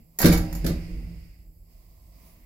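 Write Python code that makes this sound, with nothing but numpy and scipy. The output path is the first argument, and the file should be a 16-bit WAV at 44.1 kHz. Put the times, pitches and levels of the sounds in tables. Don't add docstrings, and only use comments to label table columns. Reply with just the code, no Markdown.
import sys
import numpy as np
from scipy import signal
from scipy.fft import rfft, irfft
from scipy.io import wavfile
from scipy.ndimage import uniform_filter1d, minimum_filter1d

SR = 44100
rng = np.random.default_rng(int(sys.argv[2]) if len(sys.argv) > 2 else 0)


def wav_record(signal):
    frames = np.transpose(np.atleast_2d(signal))
    bounded = np.clip(frames, -1, 1)
    quanta = np.round(bounded * 32767).astype(np.int16)
    wavfile.write(sys.argv[1], SR, quanta)


N = 108045


def undb(db):
    return 10 ** (np.asarray(db) / 20)


def on_log(points, hz):
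    freqs, values = np.array(points, float).T
    return np.interp(np.log(np.maximum(hz, 1)), np.log(freqs), values)


def envelope(points, column=1):
    table = np.array(points, float)
    return undb(np.interp(np.arange(N) / SR, table[:, 0], table[:, column]))


def pan(db):
    return undb(np.array([[db], [-db]]) / 2)


def decay(t, t60):
    return np.exp(-np.log(1000) * t / t60)


def add(out, start_s, sound):
    i = max(int(start_s * SR), 0)
    n = min(sound.shape[-1], N - i)
    out[:, i:i + n] += sound[..., :n]


def wander(width, size):
    x = np.interp(np.arange(size) / max(width, 1), np.arange(size), rng.standard_normal(size))
    return x / np.std(x)


# (frequency [Hz], side relative to mid [dB])
STEREO_WIDTH = [(30, -37), (80, -12), (160, -12), (300, -3.5), (600, -3.5), (1200, -0.5), (16000, 0)]

def noise(spectrum, tilt_db=0, size=2 ** 17):
    hz = np.arange(size // 2 + 1) * SR / size
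    mid, side = rfft(rng.standard_normal((2, size)))
    side = side * undb(on_log(STEREO_WIDTH, hz))
    gain = undb(on_log(spectrum, hz) + tilt_db * np.log2(np.maximum(hz, 1)))
    gain = gain / np.sqrt(np.mean(gain ** 2))
    return irfft(np.array([mid + side, mid - side]) * gain)[:, :N]


def ring(modes, spread):
    t = np.arange(int(1.5 * SR)) / SR
    out = np.zeros((2, len(t)))
    for (hz, db, t60), (a, b) in zip(modes, rng.standard_normal((len(modes), 2))):
        side = spread * hz / 300 * (a + 1j * b)
        side = side / max(1, abs(side))
        phasors = np.array([[1 + side], [1 - side]]) * np.exp(2j * np.pi * hz * t)
        out += np.imag(phasors) * undb(db) * decay(t, t60)
    return out


# (frequency [Hz], level [dB], T60 [s])
PANEL_MODES = [(31.5, -11.5, 0.76), (48.8, -14, 1.6), (70.2, -8.5, 0.81), (90.8, -7, 0.43),
               (159.4, -2, 0.35), (172, 1.5, 0.52), (188, -7, .3), (237, -0.5, 0.26), (311.7, -7, 0.7),
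               (330, -2.5, 0.35), (359, -10.5, .22), (387.3, -14.5, .35), (471.5, -8, 0.38),
               (555.5, -8.5, 0.25), (642, -18, 0.44), (683.5, -20.5, .7)]
# (frequency [Hz], relative level [dB])
BOOM_SPECTRUM = [(20, -15), (60, -9), (120, -7), (165, 4), (210, -12), (290, -1.5), (380, -9), (600, -6.5),
                 (900, -18.5), (2000, -60)]
# (time [s], level [dB], contact time [s])
BLOWS = [(0.2426, -9, 0.0014), (0.3214, -28.5, 0.0014), (0.376, -21.5, 0.0074), (0.6396, -24, .0013),
         (0.6636, -28.5, 0.0011), (.696, -27.5, 0.0015), (.885, -41, 0.0023)]
PANEL_SPREAD, BUILD_UP_S = 0.04, 0.0035
BOOM_DB, BOOM_T60_S = -2, 0.29

def door():
    out, size = np.zeros((2, N)), 2 ** 16
    t = np.arange(size) / SR
    panels = ring(PANEL_MODES, PANEL_SPREAD)[:, :size]
    build_up = 1 - np.exp(-t / BUILD_UP_S)
    for start, db, contact in BLOWS:
        force = np.sin(np.pi * np.minimum(t[:2 ** 11] / contact, 1))
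        boom = undb(BOOM_DB) * noise(BOOM_SPECTRUM, size=size) * decay(t, BOOM_T60_S)
        response = (boom - panels) * build_up
        add(out, start, undb(db) * signal.fftconvolve(response, force[None] / force.sum(), axes=1))
    return out * pan(db=-0.8)


# (frequency [Hz], T60 [s])
STEEL_DECAY = [(400, 0.59), (1500, 0.36), (4000, 0.3), (8000, 0.26), (14000, 0.19)]
CRACK_DECAY_S, RESONANCE_WIDTH_HZ = 0.0049, 39.85

def steel_strikes(events, spectrum, ripple_db):
    out, size = np.zeros((2, N)), 2 ** 15
    t, hz = np.arange(size) / SR, np.arange(size // 2 + 1) * SR / size
    resonances = undb(ripple_db * wander(RESONANCE_WIDTH_HZ * size / SR, size=len(hz)))
    resonances = resonances / np.sqrt(np.mean(resonances ** 2))
    bands = [on_log([(f, float(f == centre)) for f, _ in STEEL_DECAY], hz) for centre, _ in STEEL_DECAY]
    tails = [decay(t, t60) for _, t60 in STEEL_DECAY]
    for start, db, tilt, rise, crack_db in events:
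        crack = undb(crack_db) * np.exp(-t / CRACK_DECAY_S)
        steel = rfft(noise(spectrum, tilt, size=size)) * resonances
        strike = sum(irfft(steel * band) * (tail + crack) for band, tail in zip(bands, tails))
        add(out, start, undb(db) * strike * np.minimum(t / rise, 1))
    return out


# (time [s], level [dB], tilt [dB/octave], rise time [s], crack relative to ring [dB])
LATCH_CLICKS = [(.1872, -26.5, .5, 0.0017, -3), (.201, -28, -2.5, 0.0024, -3), (.2148, -26, -1, .002, 0.5),
                (.3218, -32.5, -2.5, 0.0015, 1.5), (.3742, -36, -1.9, 0.00078, 2),
                (.5272, -46, -1.5, 0.00056, 7.5), (.5503, -41.5, -1, .0005, 0)]
FRAME_CLACKS = [(.226, -23, -2.5, 0.0027, -5.5), (.2445, -24, -2.35, 0.0023, 3.5),
                (.2555, -22.5, 0.5, .002, 1.5), (.268, -26, -3.5, 0.0025, 0), (.325, -30, 0.4, 0.0012, -2),
                (0.337, -37.5, -11, 0.0023, 0), (0.6421, -41.5, -0.4, 0.0059, 3),
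                (.6632, -34, 0.63, 0.0013, -1.5)]
# (frequency [Hz], relative level [dB])
LATCH_SPECTRUM = [(200, -7.5), (550, 1.5), (1000, -5.5), (1650, -9), (2250, -8), (3000, -22.5),
                  (3700, -14.5), (4400, -7), (5100, -8), (6000, -7), (7200, -1), (8600, -20), (9800, -8),
                  (11000, -0.5), (12600, 3), (14400, -1), (16000, -12)]
FRAME_SPECTRUM = [(200, 7), (500, 3.5), (1000, -0.5), (1400, 4.5), (2100, 3), (3000, -2), (4300, 2.5),
                  (5300, 2.5), (6100, -1.5), (7000, -1), (8600, -8.5), (10500, 1.5), (12300, 2),
                  (16000, -6)]
# (frequency [Hz], level [dB], T60 [s])
BOLT_MODES = [(788, -8, 0.64), (963.4, -9, 0.44), (1336, -9, 0.23), (2236, -1.5, 0.23), (2300, -2, 0.15),
              (2945, -12.5, 0.13), (3320, -13, 0.16), (4470, -7.5, 0.26), (4900, -9.5, .3),
              (6660, -6, 0.15), (11000, -8, .25), (11800, -10.5, .25), (12107, -12.5, .25)]
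# (time [s], level [dB])
BOLT_IMPACTS = [(.21, -43), (.25, -39.5), (.316, -34.5), (.334, -35.5)]

def lock():
    out = steel_strikes(LATCH_CLICKS, LATCH_SPECTRUM, ripple_db=4.5)
    out += steel_strikes(FRAME_CLACKS, FRAME_SPECTRUM, ripple_db=2.5)
    bolt = ring(BOLT_MODES, spread=0.17)
    for start, db in BOLT_IMPACTS:
        add(out, start, undb(db) * bolt)
    return out * pan(db=-3)


# (time [s], bass level [dB], panel drone level [dB])
RUMBLE_LEVELS = [(0, -61, -50), (.17, -61, -71), (.4, -24, -39), (.56, -38, -50.5), (.66, -30.5, -37),
                 (.79, -32, -45), (.87, -39, -43), (.95, -33, -45.5), (1.12, -36.5, -50.5),
                 (1.24, -38, -53.5), (1.35, -48, -63), (1.65, -49, -69.5), (2.08, -49.5, -65.5),
                 (2.25, -53.5, -61.5), (2.45, -50.5, -60)]
# (frequency [Hz], relative level [dB])
BASS_SPECTRUM = [(15, -17), (30, 2.5), (45, 10.5), (60, 2), (75, -8), (93, -3), (125, -18), (200, -58)]
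DRONE_SPECTRUM = [(100, -2.5), (145, -2.5), (167, 7), (205, -17), (238, -3), (275, -17), (315, -8),
                  (390, -28.5), (475, -23), (700, -28.5), (1000, -52.5), (2000, -49.5)]

def rumble():
    bass = noise(BASS_SPECTRUM) * envelope(RUMBLE_LEVELS, column=1)
    drone = noise(DRONE_SPECTRUM) * envelope(RUMBLE_LEVELS, column=2)
    return bass + drone


# (time [s], level [dB])
SHUDDER_LEVELS = [(0, -72), (.2, -64.5), (.42, -32), (.6, -42), (.72, -33.5), (.84, -43), (.92, -43),
                  (1.15, -49.5), (1.35, -67.5), (1.46, -62.5), (1.56, -70.5), (1.72, -68), (2.1, -66.5),
                  (2.25, -64), (2.45, -68)]
SHUDDER_DB_PER_OCTAVE = -3.5

def shudder():
    modes = [(hz, db + SHUDDER_DB_PER_OCTAVE * np.log2(hz), t60)
             for hz, db, t60 in PANEL_MODES if hz > 80]
    panels = ring(modes, PANEL_SPREAD)
    force = rng.standard_normal((1, N + panels.shape[1] - 1))
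    vibration = signal.fftconvolve(force, panels, mode="valid", axes=1)
    return vibration / np.std(vibration) * envelope(SHUDDER_LEVELS)


# (time [s], frequency [Hz], level [dB])
HUM_TRACK = [(0, 162.5, -49.5), (.15, 164.3, -62.5), (0.401, 160, -37.5), (.8, 166, -41), (0.898, 172, -58),
             (1.12, 170.9, -41.5), (1.25, 167.1, -63), (1.5, 162.8, -60.5), (1.9, 165, -69.5),
             (2.45, 165.2, -68)]

def hum():
    times, freqs, _ = np.array(HUM_TRACK, float).T
    hz = np.interp(np.arange(N) / SR, times, freqs)
    return envelope(HUM_TRACK, column=2) * np.sin(2 * np.pi * np.cumsum(hz) / SR)


# (time [s], lower band level [dB], upper band level [dB])
SLIDE_LEVELS = [(0, -74.5, -79), (.15, -94, -84.5), (.45, -57, -59.5), (.85, -58, -61.5),
                (1.02, -63.5, -69), (1.25, -68, -69.5), (1.42, -76, -77), (1.5, -86.5, -83.5),
                (1.64, -87.5, -81), (1.72, -79.5, -76.5), (2.07, -92.5, -80), (2.16, -79, -73.5),
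                (2.45, -72.5, -83)]
# (frequency [Hz], relative level [dB])
SLIDE_LOW_SPECTRUM = [(700, -14), (1750, -10.5), (2020, 1), (2800, -4.5), (3150, -13.5), (4100, -17.5),
                      (6000, -26)]
SLIDE_HIGH_SPECTRUM = [(3000, -25), (4100, -15), (4500, -0.5), (5200, 1), (5600, -12.5), (7800, -13),
                       (9000, -14), (16000, -26.5)]

def sliding_hiss():
    lower = noise(SLIDE_LOW_SPECTRUM) * envelope(SLIDE_LEVELS, column=1)
    upper = noise(SLIDE_HIGH_SPECTRUM) * envelope(SLIDE_LEVELS, column=2)
    return lower + upper


# (time [s], level [dB])
RUSTLE_LEVELS = [(0, -83), (.3, -53), (1.6, -89), (1.72, -65.5), (2.1, -65), (2.27, -56.5), (2.36, -62),
                 (2.45, -66)]
# (frequency [Hz], relative level [dB])
RUSTLE_SPECTRUM = [(200, 7), (450, -7.5), (660, 4.5), (820, -10), (1050, 0), (1500, -21.5), (2100, -7),
                   (3200, -16), (4800, -11.5), (9000, -17), (13000, -10), (16000, -6)]

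def rustle():
    return noise(RUSTLE_SPECTRUM) * envelope(RUSTLE_LEVELS)


# (time [s], duration [s], start frequency [Hz], end frequency [Hz], level [dB])
SQUEAK_GLIDES = [(1.8, 0.11, 8450, 8610, -88), (1.97, 0.21, 8350, 8450, -79),
                 (2.21, .15, 10400, 9730, -66.5)]
WAVER_DEPTH, WAVER_S = 0.009, 0.003

def squeaks():
    out = np.zeros((2, N))
    for start, duration, from_hz, to_hz, db in SQUEAK_GLIDES:
        progress = np.linspace(0, 1, int(duration * SR))
        waver = 1 + WAVER_DEPTH * wander(WAVER_S * SR, size=N)[:len(progress)]
        hz = (from_hz + (to_hz - from_hz) * progress) * waver
        tone = np.sin(2 * np.pi * np.cumsum(hz) / SR)
        add(out, start, undb(db) * np.sin(np.pi * progress) * tone)
    return out


# (frequency [Hz], relative level [dB])
AIR_SPECTRUM = [(100, 9), (700, 6), (1500, -23), (4000, -50), (7000, -10), (7700, 3), (8700, -26),
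                (10500, -3.5), (12800, 4.5), (16000, -1.5)]

def still_air():
    return noise(AIR_SPECTRUM) * undb(-68)


def scene():
    impacts = lock() + door()
    cabin = (shudder() + rumble() + hum()) * pan(db=-2.24)
    background = (sliding_hiss() + rustle() + still_air()) * pan(db=-4.3)
    return impacts + cabin + background + squeaks()


def record(dry):
    ceiling, cutoff_hz = 0.92, 15750
    gain = np.minimum(1, ceiling / (np.abs(dry).max(axis=0) + 1e-9))
    gain = uniform_filter1d(minimum_filter1d(gain, size=301), size=301)
    lowpass = signal.ellip(10, .1, 80, cutoff_hz, fs=SR, output="sos")
    return signal.sosfilt(lowpass, dry * gain)


dry = scene()
out = record(dry)
wav_record(out)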